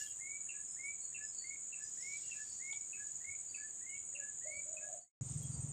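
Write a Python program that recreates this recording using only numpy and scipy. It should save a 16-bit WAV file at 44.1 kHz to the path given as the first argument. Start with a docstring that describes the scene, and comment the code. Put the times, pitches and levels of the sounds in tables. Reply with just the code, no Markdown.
"""Insects and birds by a still ditch

A near cicada and crickets (pulsed, slightly fuzzy tones) sing over a far chorus of coloured noise.
Gliding whistles make a bird's three-note phrase, small pips and chips, and a dove's coos; leaves are
brushed noise, twigs and a rod short ringing hits. The sound fades to silence, then cuts to a second
spot where a slow engine, a train of rounded low thumps, throbs far off under the insects."""
import sys
import numpy as np
from scipy import signal
from scipy.io import wavfile
from scipy.ndimage import uniform_filter1d

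SR = 44100
rng = np.random.default_rng(int(sys.argv[2]) if len(sys.argv) > 2 else 0)


def file_out(sig):
    """Save sig as 16-bit WAV at sys.argv[1]."""
    # one column per channel
    cols = np.atleast_2d(sig).T
    # limit, then scale
    lim = np.clip(cols, -1, 1)
    pcm = np.round(lim * 32767).astype(np.int16)
    wavfile.write(sys.argv[1], SR, pcm)


def volts(x):
    """Linear amplitude factor 10**(x/20) for a level x in dB, scalar or array-like."""
    e = np.asarray(x, float) / 20
    return 10 ** e


N = 252252  # samples

CUT = 5.2105  # s, where the second spot begins
EDGE_DB = -19.5  # level where a swell begins and a fade ends, against its peak


def evened(x):
    """Scales to an rms of 1."""
    return x / np.sqrt(np.mean(x ** 2) + 1e-20)


def add(mix, s, sound):
    """Lays a sound into the mix from second s."""
    part = mix[max(round(s * SR), 0):][:len(sound)]
    part += sound[:len(part)]


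def bell(t, middle, half):
    """A rounded Gaussian swell around its middle."""
    return np.exp(-.5 * ((t - middle) / half) ** 2)


def fuzzy(hz, width_hz, clear):
    """A whistle on the curve hz: a steady part plus a part that fades and drifts at random; rms 1."""
    poles = np.poly(np.full(4, np.exp(-2 * np.pi * width_hz / SR)))
    settle = 3000  # samples
    random = rng.standard_normal((len(hz) + settle, 2)) @ [1, 1j]
    drift = signal.lfilter([1], poles, random)[settle:]
    response = signal.lfilter([1], poles, signal.unit_impulse(settle))
    drift /= np.sqrt(2) * np.linalg.norm(response)
    clear = np.clip(clear, 0, 1)
    wander = clear + np.sqrt(1 - clear ** 2) * drift
    carrier = np.exp(2j * np.pi * np.cumsum(hz) / SR)
    return np.sqrt(2) * (wander * carrier).real


def noise(points, patchy_db):
    """Noise of a given colour with drifting louder and softer patches; rms 1."""
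    hz = np.fft.rfftfreq(1024, 1 / SR)
    f, db = np.transpose(points)
    a, b, patches = rng.standard_normal((N // 256 + 5, 513, 3)).T
    patches = uniform_filter1d(patches, size=10, axis=0)
    patches = evened(uniform_filter1d(patches, size=12, axis=1))
    colour = np.interp(np.log(hz + 1), np.log(f + 1), db, left=-90, right=-90)
    z = (a + 1j * b) * volts(colour[:, None] + patchy_db * patches)
    return evened(signal.istft(z, nperseg=1024, noverlap=768)[1][:N])


def ring(modes, seconds):
    """A struck body: sines that each die away at their own rate."""
    t = np.arange(round(seconds * SR)) / SR
    return sum(volts(db - 60 * t / t60) * np.sin(2 * np.pi * hz * t) for hz, db, t60 in modes)


def whistle(out, t, hz, db, fuzz_hz, clear):
    """A near-sine note at times t that wavers on its way through the leaves."""
    edge = np.clip(np.minimum(t - t[0], t[-1] - t) / 0.002, 0, 1)
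    note = edge * volts(db) * fuzzy(hz + 0 * t, fuzz_hz, clear)
    add(out, t[t >= 0][0], note[t >= 0])


def peaked(rise, fall):
    """Time from the peak, and a level in dB that swells to it and fades after it."""
    u = np.arange(-rise, fall, 1 / SR)
    return u, EDGE_DB * np.maximum(-u / rise, u / fall)


# Colour of still air and microphone hiss. Each row: frequency in Hz, relative level in dB per Hz.
AIR_COLOUR = [(20, -8), (40, -12), (80, 2), (134, 0), (330, -6), (570, -8.5), (1100, -12), (2200, -13.5),
              (4300, -17), (5100, -26), (9500, -40), (12000, -30), (13800, -27), (15600, -26)]
# Air level in dB, before and after the cut.
AIR_LEVELS = -70, -68.5
# Colour of the far insect chorus, one list before and one after the cut.
# Each row: frequency in Hz, relative level in dB per Hz.
CHORUS_COLOURS = ([(5000, -57.5), (5600, -40.5), (5860, -27.5), (6260, -14.5), (6640, -0.5), (6970, 1.5),
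                  (7470, -2), (8250, -3.5), (8420, -15), (8700, -34), (9500, -39), (9900, -45)],
                  [(4400, -36), (5000, -51), (5640, -30.5), (6170, -16), (6550, -7.5), (6940, -1),
                  (7730, -8.5), (8150, -7), (8400, -20.5), (8700, -17), (9300, -31), (9800, -45)])
# Chorus level in dB, before and after the cut.
CHORUS_LEVELS = -50, -50.5


def background():
    """Steady noise for air and hiss, and narrow high noise for many far insects; both change at the cut."""
    after = np.arange(N) > CUT * SR
    first, second = (volts(db) * noise(colour, patchy_db=0.5)
                     for colour, db in zip(CHORUS_COLOURS, CHORUS_LEVELS))
    chorus = np.where(after, second, first)
    air_db = np.where(after, AIR_LEVELS[1], AIR_LEVELS[0])
    return chorus + volts(air_db) * noise(AIR_COLOUR, patchy_db=0.78)


# The cicada's group of four pulses. Each row: place in pulses, relative level in dB.
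PULSE_GROUP = [(0, -7), (1.002, -2.5), (1.918, -1.7), (2.829, -13)]
# Pulse clock: rate at 0 s, loss of rate per second, count at 0 s
PULSES_PER_S, SLOWING, PULSE_START = 81.65, .104, -.18


def cicada():
    """Short falling tone bursts in groups of four, each a little off the last in pitch and strength."""
    now = np.arange(N) / SR
    count = PULSE_START + PULSES_PER_S * now - SLOWING * now ** 2 / 2
    pulse = np.round(count)
    strength, pitch = rng.standard_normal((500, 2))[pulse.astype(int)].T
    bursts = 0
    for place, db in PULSE_GROUP:
        offset = (count - place + 2) % 4 - 2  # in pulses
        bursts = bursts + volts(db) * bell(offset, 0, 0.19)
    hz = 6890 + 500 * (pulse - count) + 14 * pitch
    tone = volts(1.6 * strength) * fuzzy(hz, width_hz=120, clear=.9)
    return volts(-41.5) * bursts * tone * (now < CUT)


# Chirping insects. Each row: pitch in Hz, fuzz in Hz, clear share, glide in Hz over a chirp's second half,
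# nominal share of the period sounding, chirp centre in periods, trill in Hz (0 for none).
CHIRPERS = [(7925, 50, .9, -90, .4, 0, 0), (8220, 120, .5, -40, .55, 0, 0), (8585, 40, .7, 0, .55, 0, 0),
            (9020, 340, 0, 0, .95, .04, 124), (8900, 340, 0, 0, .95, 0, 131),
            (8950, 260, .3, 0, .68, 0, 131), (8190, 40, .85, -200, .55, .06, 0),
            (8270, 50, .85, 0, .4, -.47, 0), (9450, 180, 0, 0, .8, 0, 0)]
# Level of each voice. Each row: dB at its start, dB at its end.
CHIRPER_LEVELS = [(-53, -53.5), (-58, -58), (-73, -70), (-65, -65), (-73, -64), (-64, -62), (-51.5, -51.5),
                  (-54, -54), (-80, -79)]
# Song of each voice. Each row: start in seconds, end in seconds, chirps per second,
# share of a period gone at the start.
CHIRPER_SONGS = [(0, 5.2, 12.13, .62), (0, 5.2, 13.45, .3), (0, 3.3, 13.45, .31), (0, 1.1, 7.27, .57),
                 (2.4, 5.2, 8.25, .55), (5.21, 5.72, 8.35, .45), (5.21, 5.72, 12.9, .77),
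                 (5.21, 5.72, 12.9, .74), (1.3, 4.1, 12.85, .5)]


def crickets():
    """Each voice opens once a period; katydids also trill within the chirp."""
    out = np.zeros(N)
    for voice, levels, song in zip(CHIRPERS, CHIRPER_LEVELS, CHIRPER_SONGS):
        hz, fuzz_hz, clear, glide_hz, share, centre, trill_hz = voice
        start, end, rate, gone = song
        t = np.arange(start, end, 1 / SR)
        period = gone + rate * (t - start) - centre
        place = ((period + .5) % 1 - .5) / share  # -.5 to .5 within a chirp
        gate = np.clip(2.6 * (.5 - abs(place)) + .3, 0, 1) ** 2
        trill = 1 + .6 * np.cos(2 * np.pi * trill_hz * t) * (trill_hz > 0)
        glide = glide_hz * np.clip(place, 0, .5) ** 2 * 4
        tone = fuzzy(hz + glide, fuzz_hz, clear)
        add(out, start, volts(np.interp(t, [start, end], levels)) * gate * trill * tone)
    return out


# Colour of the leaves, one list for body and one for treble.
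# Each row: frequency in Hz, relative level in dB per Hz.
LEAF_COLOURS = ([(1500, -21), (3000, -13.5), (4300, -8.5), (5600, -1.5), (7000, 1.5), (9000, -34)],
                 [(7000, -26), (9500, -8), (13000, -11.5), (15600, -11)])
# Leaves brushed. Each row: peak time in seconds, body level in dB, treble level in dB,
# body rise in dB per second, body fall in dB per second.
LEAF_BRUSHES = [(0, -51.5, -64.5, 100, 139), (1.881, -88.5, -97.5, 94, 49), (2.149, -58, -84, 61, 39.5),
                (2.5, -69.5, -97.5, 25.5, 65), (3.08, -71, -90.5, 25, 48), (5.3, -62.5, -93.5, 140.5, 42)]
STIR_DB, STIR_TREBLE_DB = -82, -88  # leaves stirring all the time
TREBLE_FOLLOWS = 0.83  # share of the body's rise and fall in dB that the treble makes


def leaves():
    """Many small rubbing contacts heard as patchy noise, swelling with each brush."""
    now = np.arange(N) / SR
    body, treble = (noise(colour, patchy_db=2.8) for colour in LEAF_COLOURS)
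    out = volts(STIR_DB) * body + volts(STIR_TREBLE_DB) * treble
    for s, db, treble_db, rise, fall in LEAF_BRUSHES:
        off_db = np.maximum(rise * (s - now), fall * (now - s))
        same_spot = (now > CUT) == (s > CUT)
        brushed = volts(db - off_db) * body + volts(treble_db - TREBLE_FOLLOWS * off_db) * treble
        out += same_spot * brushed
    return out


# Rising notes. Each row: start in seconds, length in seconds, level in dB, top pitch in Hz,
# lead-in before it in seconds.
RISING_NOTES = [(.206, 0.17, -49, 2285, 0.018), (0.788, .145, -47.5, 2317, 0.027),
                (1.441, 0.12, -49, 2232, 0.032), (2.024, .15, -49, 2306, 0.054),
                (2.618, .16, -48, 2268, 0.03), (3.244, 0.11, -48, 2281, 0.042),
                (3.862, .13, -51, 2246, 0.055), (4.468, .14, -50, 2307, 0.058),
                (5.072, 0.08, -54.5, 2270, 0.041)]
# Low closing notes. Each row: peak time in seconds, level in dB, pitch at the peak in Hz.
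LOW_NOTES = [(0.011, -53.5, 1706), (0.574, -58.5, 1699), (1.221, -55, 1717), (1.817, -57.5, 1717),
             (2.395, -52.5, 1712), (3.017, -55, 1683), (3.621, -50.5, 1715), (4.24, -51.5, 1690),
             (4.845, -58, 1665)]
FOOT_HZ, CLIMB_BEND = 2074, 1.69  # the pitch climbs from here to its top, slowing on the way
SWELL_DB, SWELL_S, CLOSE_DB, CLOSE_S = -9.5, .06, -7.5, 0.051  # soft start, fading end
LEAD_HZ, LEAD_SCOOP_HZ, LEAD_SCOOP_S = 1960, 330, .008  # scooped up from below
LEAD_DB, LEAD_FADE_DB = -11, -8  # against the rising note
LOW_RISE_S, LOW_FALL_S, LOW_GLIDE_HZ_PER_S = .045, .065, 550


def phrase():
    """Near-sine whistles: a scooped lead-in, a rising note and a low closing note."""
    out = np.zeros(N)
    for s, length, db, hz, lead in RISING_NOTES:
        u = np.arange(0, lead, 1 / SR)
        scoop = np.exp(-u / LEAD_SCOOP_S)
        lead_db = db + LEAD_DB + EDGE_DB * scoop + LEAD_FADE_DB * u / lead
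        whistle(out, s - lead + u, LEAD_HZ - LEAD_SCOOP_HZ * scoop, lead_db, fuzz_hz=60, clear=.7)

        u = np.arange(0, length, 1 / SR)
        climb = hz - (hz - FOOT_HZ) * (1 - u / length) ** CLIMB_BEND
        swell_db = SWELL_DB * np.clip(1 - u / SWELL_S, 0, 1)
        close_db = CLOSE_DB * np.clip(1 - (length - u) / CLOSE_S, 0, 1)
        whistle(out, s + u, climb, db + (swell_db + close_db), fuzz_hz=60, clear=.86)
    for s, db, hz in LOW_NOTES:
        u, shape_db = peaked(LOW_RISE_S, LOW_FALL_S)
        whistle(out, s + u, hz + LOW_GLIDE_HZ_PER_S * u, db + shape_db, fuzz_hz=60, clear=.82)
    return out


# Thin pips. Each row: peak time in seconds, level in dB, settled pitch in Hz, fade in seconds.
THIN_PIPS = [(0.011, -57, 2830, 0.14), (.068, -56, 3230, 0.058), (.688, -63.5, 5250, .2),
             (1.238, -59, 5120, 0.16), (1.833, -63, 4990, 0.15), (2.029, -66, 5200, 0.053),
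             (2.24, -60, 2800, 0.11), (2.274, -74, 3240, .15), (3.9, -70, 2930, 0.12),
             (3.954, -67, 2740, .06), (3.963, -72, 3240, .05), (5.437, -62.5, 3270, 0.06)]
# Buzzy notes. Each row: peak time in seconds, level in dB, pitch in Hz, rise in seconds, fade in seconds.
BUZZY_NOTES = [(1.031, -69, 4400, 0.034, .14), (1.409, -55.5, 4505, 0.082, 0.1),
               (2.5, -62.5, 4570, 0.077, .14), (3.5, -62.5, 4640, 0.026, .2), (4.535, -70, 4520, .09, .09),
               (5.012, -67, 4550, 0.0092, 0.086), (5.539, -62.5, 4670, .03, 0.044)]
PIP_RISE_S, PIP_DROP_HZ, PIP_DROP_S = 0.014, 119, 0.0059


def small_birds():
    """Pips that drop onto their pitch and fade, and buzzy notes that are mostly random drift."""
    out = np.zeros(N)
    for s, db, hz, fade in THIN_PIPS:
        u, shape_db = peaked(PIP_RISE_S, fade)
        drop = PIP_DROP_HZ * np.exp(-(u - u[0]) / PIP_DROP_S)
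        whistle(out, s + u, hz + drop, db + shape_db, fuzz_hz=81, clear=0.49)
    for s, db, hz, rise, fade in BUZZY_NOTES:
        u, shape_db = peaked(rise, fade)
        whistle(out, s + u, hz, db + shape_db, fuzz_hz=160, clear=.2)
    return out


# Chips, the main ones and then higher ones.
# Each row: start in seconds, level in dB before a 0.5 dB trim, pitch in Hz.
MAIN_CHIPS = [(0.4884, -46, 2707), (1.1433, -45.5, 2695), (1.7236, -49.5, 2670), (2.3128, -48, 2684),
              (2.9282, -47.5, 2586), (3.5417, -47, 2585), (4.1484, -46.5, 2733), (4.7657, -53.5, 2547)]
HIGHER_CHIPS = [(1.8063, -65, 5710), (1.8422, -55, 6010), (2.0041, -53.5, 5460)]
SLIDE_DB, SLIDE_S, SLIDE_OCTAVES = -27, .028, .72  # the faint slide from a chip down to the low note


def chips():
    """A faint low pick-up, a quick drop onto the pitch struck twice, a rasp below it and a thin slide down."""
    out = np.zeros(N)
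    t = np.arange(round(.12 * SR)) / SR - .03
    for s, db, hz in MAIN_CHIPS + HIGHER_CHIPS:
        drop = 0.14 * np.exp(-np.maximum(t, 0) / 0.0012)
        tone = fuzzy(hz * (1 + drop), width_hz=75, clear=0.95)
        strokes = bell(t, .007, 0.0033) + volts(0.5) * bell(t, .019, 0.003)
        pick_up = volts(-24) * bell(t, -.016, .005) * fuzzy(.68 * hz + 0 * t, width_hz=400, clear=0)
        rasp_level = volts(-13 - 240 * abs(t - .02)) * np.clip(t / 0.003, 0, 1)
        rasp = rasp_level * fuzzy(hz * (.99 - 1.6 * t), width_hz=280, clear=0)
        down = np.clip((t - .012) / SLIDE_S, 0, 1)
        slide_tone = fuzzy(hz / 2 ** (SLIDE_OCTAVES * down), width_hz=79, clear=0.94)
        slide = volts(SLIDE_DB) * np.sin(np.pi * down) * slide_tone
        add(out, s - .03, volts(db - 0.5) * (strokes * tone + pick_up + rasp + slide))
    return out


# Twig ticks. Each row: start in seconds, peak level in dB, brightness in Hz.
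TWIG_TICKS = [(0.6672, -68, 13840), (0.8608, -62.5, 10500), (1.0349, -80.5, 12400), (2.0716, -78, 10700),
              (2.1725, -68, 14130), (2.9521, -65, 9980), (5.4328, -48.5, 12500)]


def twigs():
    """Dry snaps: high fuzzy tones that die away 60 dB in 4.6 ms."""
    out = np.zeros(N)
    t = np.arange(400) / SR
    for s, db, hz in TWIG_TICKS:
        add(out, s, volts(db - 60 * t / 0.0046) * fuzzy(hz + 0 * t, width_hz=480, clear=0.74))
    return out


# Dull knocks of the hand-held rod. Each row: start in seconds, level in dB.
ROD_KNOCKS = [(2.174, -79.5), (2.729, -53)]
# Resonances of the rod. Each row: frequency in Hz, relative level in dB, 60 dB decay time in seconds.
ROD_MODES = [(913, -10, 0.094), (1440, -18, 0.035), (3264, -12, 0.19), (3488, 10, 0.021),
             (3840, -12, 0.068), (4370, -12, .02)]


def rod():
    """The rod rings at each knock, blurred by a short random burst of weakening hits."""
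    out = np.zeros(N)
    hits = rng.random(1500) < .006
    blur = hits * volts(-300 * np.arange(1500) / SR - 6.0) + signal.unit_impulse(1500)
    for s, db in ROD_KNOCKS:
        add(out, s, volts(db) * np.convolve(ring(ROD_MODES, 0.29), blur))
    return out


# A puff of wind on the microphone. The row: peak time in seconds, level in dB, pitch in Hz,
# half-length in seconds.
WIND_PUFF = 3.3, -61, 90, .018


def puff():
    """A soft low thud: a few cycles of a sine in a rounded swell."""
    now = np.arange(N) / SR
    s, db, hz, half = WIND_PUFF
    return volts(db) * bell(now, s, half) * np.sin(2 * np.pi * hz * now)


# Dove coos. Each row: start in seconds, length in seconds, early level in dB, late level in dB,
# pitch in Hz at the reference effort.
DOVE_COOS = [(4.125, 0.13, -68, -70, 613.4), (4.438, 0.2, -53, -71, 600), (4.644, .165, -63, -56, 620),
             (4.791, 0.23, -57, -54.5, 612), (4.863, 0.22, -61.5, -61.5, 716)]
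COO_REST_DB, COO_HZ_PER_DB, COO_EDGE_S = -60, 4.5, 0.027  # reference effort, pitch rise, soft ends


def dove():
    """Husky coos whose pitch rises with effort."""
    out = np.zeros(N)
    for s, length, early_db, late_db, hz in DOVE_COOS:
        u = np.arange(0, length, 1 / SR)
        edge_db = EDGE_DB * np.clip(1 - np.minimum(u, length - u) / COO_EDGE_S, 0, 1)
        db = early_db + (late_db - early_db) * u / length + edge_db
        whistle(out, s + u, hz + COO_HZ_PER_DB * (db - COO_REST_DB), db, fuzz_hz=75, clear=0.8)
    return out


# Exhaust resonances. Each row: frequency in Hz, relative level in dB, thump half-length in seconds.
EXHAUST_MODES = [(78, -13, 0.033), (121.6, 3.5, 0.01), (150, -4.5, 0.021), (229, -8.5, 0.0028)]
# Relative strength of the three cylinders in dB.
CYLINDER_LEVELS = [-0.5, -5.5, -3.5]
# Colour of the rumble around the thumps. Each row: frequency in Hz, relative level in dB per Hz.
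RUMBLE_COLOUR = [(25, -16), (60, -9), (90, -5), (150, -1), (200, -4.5), (300, -18), (700, -26),
                 (1500, -31.5)]
FIRINGS_PER_S, FIRST_FIRING = 21.2, 5.2195  # mean rate, nominal middle of the first thump in s


def engine():
    """Uneven firings, softened by distance to rounded thumps in a low rumble."""
    k = np.arange(12)
    late, strong = rng.standard_normal((12, 2)).T
    t = np.arange(-2000, 2000) / SR
    out = np.zeros(N + 2000)
    thump = sum(volts(db) * bell(t, 0, half) * np.cos(2 * np.pi * hz * t) for hz, db, half in EXHAUST_MODES)
    times = FIRST_FIRING + k / FIRINGS_PER_S + 0.0013 * late
    levels = np.take(CYLINDER_LEVELS, k % 3) + 0.54 * strong
    for s, db in zip(times, levels):
        add(out, s + t[0], volts(db - 42.0) * thump)
    rumble = volts(-54.5) * noise(RUMBLE_COLOUR, patchy_db=2.5)
    return (out[:N] + rumble) * (np.arange(N) > CUT * SR)


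def scrub(x, t60):
    """Scattered echoes from stems and banks: sparse taps of random sign dying away."""
    taps = np.zeros(SR // 2)
    at = np.arange(200, SR // 2 - 22, 22)
    signs = rng.choice([-1., 1.], len(at))
    taps[at + rng.integers(0, 22, len(at))] = signs * volts(-60 * at / SR / t60)
    return signal.fftconvolve(x, taps / np.linalg.norm(taps))[:N]


def scene():
    """Birds and insects with their echoes, over the background, leaves, knocks and engine."""
    insects = cicada() + crickets()
    birds = phrase() + small_birds() + chips() + dove()
    echoes = volts(-7) * scrub(birds, t60=0.29) + volts(-10.5) * scrub(insects, t60=0.075)
    rustle = leaves() + twigs() + rod() + puff()
    return (background() + birds + insects + echoes + rustle + engine())[None]


FADE_END, FADE_S, FADE_POWER = 5.135, 0.18, 2.84  # silence reached at s, length in s, steepness


def low_pass(x):
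    """Removes everything above the highest recorded frequency."""
    return signal.sosfilt(signal.butter(12, 15480, fs=SR, output="sos"), x)


def record(dry):
    """An edited fade to silence, then a hard cut to the second spot at full level."""
    t = np.arange(N) / SR
    fade = np.clip((FADE_END - t) / FADE_S, 0, 1) ** FADE_POWER
    gain = np.where(t > CUT, 1, fade)
    return low_pass(dry * gain)


dry = scene()
out = record(dry)
file_out(out)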